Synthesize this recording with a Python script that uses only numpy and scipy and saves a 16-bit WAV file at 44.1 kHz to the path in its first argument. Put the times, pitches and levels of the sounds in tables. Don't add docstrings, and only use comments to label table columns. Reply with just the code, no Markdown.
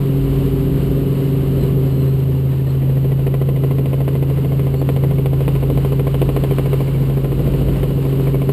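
import sys
import numpy as np
from scipy import signal
from scipy.fft import rfft, irfft, next_fast_len
from scipy.io import wavfile
from scipy.ndimage import uniform_filter1d

SR = 44100
rng = np.random.default_rng(int(sys.argv[2]) if len(sys.argv) > 2 else 0)


def store_wav(level_fs):
    pcm = np.round(np.clip(np.atleast_2d(level_fs), -1, 1) * 32767)
    wavfile.write(sys.argv[1], SR, pcm.T.astype(np.int16))


N = 375732
TIME = np.arange(N) / SR
MAIN_GEAR, TAIL_GEAR, FAN_GEAR = .1, .595, 2.855
SLAP_PHASE = .354


def undb(db):
    return 10 ** (np.asarray(db) / 20)


def unit(x):
    return x / np.sqrt(np.mean(x ** 2))


def curves(table):
    times, *columns = np.transpose(table)
    return [np.interp(TIME, times, column) for column in columns]


def drift(rate):
    hold = max(int(SR / rate), 2)
    steps = rng.standard_normal(size=512)[np.arange(N) // hold % 512]
    return unit(uniform_filter1d(uniform_filter1d(steps, hold), hold))


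def noise(colour):
    hz, db = np.transpose(colour)
    size = next_fast_len(N)
    freqs = np.maximum(np.arange(size // 2 + 1) * SR / size, 1)
    gain = undb(np.interp(np.log(freqs), np.log(hz), db))
    edges = np.minimum(freqs / hz[0], 1) ** 8 * np.minimum(hz[-1] / freqs, 1) ** 8
    return unit(irfft(rfft(rng.standard_normal(size)) * gain * edges, size)[:N])


def tone(cycles, waver_db, jitter, rate):
    phase = 2 * np.pi * (cycles + rng.random()) + jitter * drift(rate)
    return unit(undb(waver_db * drift(rate)) * np.sin(phase))


def strikes(times, db):
    clicks = np.zeros(N)
    clicks[np.clip(np.round(times * SR).astype(int), 0, N - 1)] = undb(db)
    return clicks


def ring(clicks, response):
    return signal.fftconvolve(clicks, response)[:N]


def airflow(firings):
    # (time [s], relative roar level [dB], relative rush level [dB])
    air_levels = [(0, -30.5, -43), (1.7, -28.5, -43.5), (2.4, -32, -47), (4.1, -30.5, -46),
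                  (5.7, -31.5, -45), (6.75, -29, -42.5), (7.15, -30.5, -44), (7.5, -25.5, -42.5),
                  (8.15, -29, -43.5)]
    # (frequency [Hz], relative level [dB])
    roar_colour = [(30, -16), (45, -1), (70, -6.5), (110, -1.5), (150, -0.5), (200, -3), (300, -3.5),
                   (410, -4), (530, -9.5), (620, -17), (760, -25.5)]
    # (frequency [Hz], relative level [dB])
    rush_colour = [(760, 0), (860, -1), (1000, 0.6), (1300, -4.5), (1700, -9), (2000, -7.5), (2500, -8.5),
                   (2900, -3.5), (3400, -12), (4200, -12), (5000, -18.5), (5700, -24.5)]
    roar_db, rush_db = curves(air_levels)
    swell = 1 + .19 * np.cos(2 * np.pi * (MAIN_GEAR * firings - SLAP_PHASE - .13))
    roar = undb(roar_db + 5.5 + .8 * drift(13)) * swell * noise(roar_colour)
    pulsing = 1 + .037 * np.cos(2 * np.pi * firings)
    rush = undb(rush_db + 3 + .9 * drift(16)) * pulsing * noise(rush_colour)
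    side = undb(roar_db - 26) * noise(roar_colour) + undb(rush_db - 26) * noise(rush_colour)
    return roar + rush + side * np.array([[1], [-1]])


def whistle(start, length, hz, db, glide, flutter):
    span = np.arange(max(int(start * SR), 0), min(int((start + length) * SR), N))
    progress = (TIME[span] - start) / length
    wobble = np.interp(progress, np.linspace(0, 1, 12), rng.standard_normal(12))
    pitch = hz * (1 + glide * (progress - .5) + flutter * wobble)
    swell = undb(db) * np.sqrt(2) * np.sin(np.pi * progress) ** 2
    return span, swell * np.sin(2 * np.pi * np.cumsum(pitch) / SR)


def door_gap(passes):
    # (start [s], end [s], level [dB])
    chirp_spells = [(2.48, 2.7, -49), (2.78, 3.15, -47), (3.3, 4.78, -46.5), (5.0, 5.22, -45),
                    (6.48, 6.98, -41), (7.14, 7.28, -50), (8.23, 8.45, -41)]
    # (time [s], pitch [Hz])
    gap_pitch = [(2.5, 1830), (4.4, 2084), (6.8, 2240)]
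    # (middle time [s], length [s], pitch [Hz], level [dB])
    draught_whistles = [(1.622, 0.24, 4050, -53), (2.05, .6, 4120, -53), (2.544, 0.067, 4100, -55),
                        (2.696, 0.11, 4150, -51), (4.5, .06, 4403, -52), (4.791, 0.11, 4380, -51)]
    chirp_s, lag_s = .038, .00292
    chirps, draught = np.zeros((2, N))
    for start, end, db in chirp_spells:
        for when in passes[(passes > start) & (passes < end)]:
            detune, scatter_db = rng.standard_normal(2)
            hz = np.interp(when, *np.transpose(gap_pitch)) * (1 + .015 * detune)
            onset = when + lag_s - chirp_s / 2
            span, chirp = whistle(onset, chirp_s, hz, db + scatter_db, glide=-.11, flutter=.03)
            chirps[span] += chirp
    for middle, length, hz, db in draught_whistles:
        span, note = whistle(middle - length / 2, length, hz, db, glide=.03, flutter=.014)
        draught[span] += note
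    rasp = unit(1 + 1.6 * drift(260))
    return chirps + rasp * draught


def main_rotor(firings):
    # (time [s], level [dB])
    rotor_load = [(0, -32), (.25, -22), (.75, -19.5), (1.22, -30), (1.65, -20.5), (2.35, -39.5), (3.2, -29),
                  (3.7, -35), (5.4, -26), (6.4, -21.5), (7.05, -26), (7.55, -19.5), (8.5, -28)]
    # (multiple of the blade rate, relative level [dB])
    throb_tones = [(1, -16), (3, -21.5), (4, -2.5), (5, -14), (7, -10.5), (8, -24.5), (9, -26.5), (11, -10),
                   (13, -15.5)]
    # (frequency [Hz], relative level [dB])
    wash_colour = [(30, -12.5), (52, 1), (75, 2), (110, -11)]
    load_db, = curves(rotor_load)
    blades = MAIN_GEAR * firings
    throb = sum(undb(db) * tone(k * blades, waver_db=2, jitter=.14, rate=8.3) for k, db in throb_tones)
    downwash = undb(-18.5) * noise(wash_colour)
    return undb(load_db) * (throb + downwash)


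def tail_rotor(firings):
    # (time [s], level [dB])
    note_levels = [(0, -45), (1.05, -40), (1.4, -30), (2.5, -28), (3.8, -31.5), (4.75, -27.5), (6.45, -30),
                   (7.0, -39), (7.47, -37), (8.5, -46)]
    # (multiple of the tail blade rate, level [dB])
    buzz_tones = [(2, -30.5), (3, -38.5), (4, -56)]
    note_db, = curves(note_levels)
    blades = TAIL_GEAR * firings
    note = tone(blades, waver_db=.7, jitter=.1, rate=8)
    buzz = sum(undb(db) * tone(k * blades, waver_db=4, jitter=.52, rate=6) for k, db in buzz_tones)
    return undb(note_db) * note + buzz


def knock(push_s):
    # (pitch [Hz], time to fade by 60 dB [s], relative level [dB])
    shell_notes = [(229, 0.065, -25.5), (294, 0.046, -4), (431, 0.026, -8.5), (470, 0.016, 3),
                   (554, 0.011, -5.5), (653, 0.048, -10), (800, 0.033, -14), (893, 0.03, -14),
                   (1024, 0.08, -6), (1130, .035, -28.5)]
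    t = TIME[:SR // 8]
    shell = sum(undb(db) * np.sin(2 * np.pi * hz * t) * np.exp(-np.log(1000) * t / fade_s)
                for hz, fade_s, db in shell_notes)
    pulse_time = t[:SR // 100] / push_s - 2.5
    response = np.convolve(shell, pulse_time * np.exp(-pulse_time ** 2))
    return response / np.sqrt(np.mean(response[:SR // 60] ** 2))


def thumps(times, db):
    # (delay [s], relative level [dB], push time [s])
    paths = [(.0005, 0, .00047), (.0105, -3, .00055), (.0124, -6, .0007)]
    knocks = 0
    for delay, path_db, push_s in paths:
        late, louder = rng.standard_normal((len(times), 2)).T
        hits = strikes(times + delay * (1 + .01 * late), db + path_db + .6 * louder)
        knocks = knocks + ring(hits, knock(push_s))
    return knocks


def cracks(times, db):
    # (frequency [Hz], relative level [dB])
    crack_colour = [(600, 2.5), (900, 4), (1400, -1.5), (1700, -5.5), (2150, -.5), (3050, -2.5),
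                    (3600, -11), (4500, -15), (5700, -33.5)]
    t = TIME[:SR // 25]
    lag_s, rise_s, echo_s, spread_s = .0007, .0013, .009, .005
    echo = undb(-6) * np.exp(-((t - echo_s) / spread_s) ** 2)
    burst = t / rise_s * np.exp(1 - t / rise_s) + echo
    hits, hiss = strikes(times + lag_s, db), noise(crack_colour)
    fresh = ring(hits, burst) * hiss
    alike = ring(hits, burst * unit(hiss[:len(t)]))
    return undb(2.5) * (fresh + undb(-5) * alike)


def blade_passes(firings):
    blades = MAIN_GEAR * firings
    return np.interp(np.arange(SLAP_PHASE, blades[-1], 1), blades, TIME)


def slaps(passes):
    # (time [s], relative level [dB])
    wake_levels = [(2.7, -38), (3.05, -28.5), (3.2, -30.5), (3.3, -26.5), (3.95, -25), (4.4, -28.5),
                   (4.7, -27.5), (4.88, -22.5), (5.15, -26.5), (5.65, -25), (5.95, -23), (6.35, -21.5),
                   (6.8, -24), (6.92, -38), (7.15, -27), (7.5, -27.5), (8.1, -32.5), (8.33, -26)]
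    # (time [s], extra crack level [dB])
    square_hits = [(3.263, 5.5), (3.337, 2), (4.076, 3), (4.885, 2.5), (5.254, 5.5), (5.477, 4),
                   (6.067, 0.5), (6.214, 3.5), (6.361, 3), (6.434, 1.5), (6.581, 3.5), (6.728, 0.5),
                   (7.828, 9), (8.489, 6)]
    wake_times, wake_db = np.transpose(wake_levels)
    scatter_s, scatter_db = .00026, .7
    times = passes[passes > wake_times[0]]
    times = times + scatter_s * rng.standard_normal(len(times))
    slap_db = np.interp(times, wake_times, wake_db)
    thump_db, crack_db = slap_db + scatter_db * rng.standard_normal((len(times), 2)).T
    extra_db = np.zeros(len(times))
    for when, db in square_hits:
        extra_db[np.argmin(abs(times - when))] = db
    crack_db = -35.5 + .98 * (crack_db + 25)
    return thumps(times, thump_db + .54 + .47 * extra_db) + cracks(times, crack_db + extra_db)


def engine(firings):
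    # (time [s], exhaust hum level [dB], level of overtones and fan [dB])
    engine_levels = [(0, -16.5, -25.5), (.45, -18.3, -23.5), (1.55, -17, -25.5), (2.05, -15, -28.5),
                     (3.0, -15, -39), (3.6, -15.5, -32.5), (5.7, -16, -32.5), (6.4, -17, -33),
                     (7.15, -15.5, -36), (7.55, -18.5, -32), (8.25, -15.5, -28)]
    # (multiple of the engine cycle rate, relative level [dB])
    cylinder_tones = [(7, -11.5), (8, -7), (10, -26.5), (12, -1), (14, -24.5), (18, -8.5), (24, -22),
                      (30, -27)]
    hum_db, overtone_db = curves(engine_levels)
    cycles = firings / 6
    hum = tone(firings, waver_db=.5, jitter=.06, rate=10)
    overtones = sum(undb(db) * tone(k * cycles, waver_db=1.5, jitter=.17, rate=10)
                    for k, db in cylinder_tones)
    fan = undb(-2.5) * tone(FAN_GEAR * firings, waver_db=1.2, jitter=.12, rate=10)
    return undb(hum_db) * hum + undb(overtone_db) * (overtones + fan)


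def scene():
    # (time [s], firing rate [Hz])
    engine_speed = [(0.0, 137.07), (1.3, 137.08), (2.55, 133.52), (3.2, 135.1), (4.3, 135.87),
                    (5.3, 135.47), (6.9, 136.08), (7.5, 136.65), (8.5, 136.13)]
    firing_hz, = curves(engine_speed)
    firings = np.cumsum(firing_hz) / SR
    passes = blade_passes(firings)
    drone = engine(firings) + main_rotor(firings) + tail_rotor(firings)
    return drone + slaps(passes) + door_gap(passes) + airflow(firings)


def record(dry):
    camera_hz, top_hz = 12000, 15450
    coarse = signal.resample_poly(dry, camera_hz, SR, axis=1, padtype="antireflect")
    held = np.repeat(coarse, 4, axis=1)
    stepped = signal.resample_poly(held, SR, 4 * camera_hz, axis=1, padtype="edge")[:, :N]
    fade_in = np.minimum(TIME / .003, 1)
    treble_cut = signal.ellip(10, .1, 80, top_hz, fs=SR, output="sos")
    return signal.sosfilt(treble_cut, stepped * fade_in)


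dry = scene()
out = record(dry)
store_wav(out)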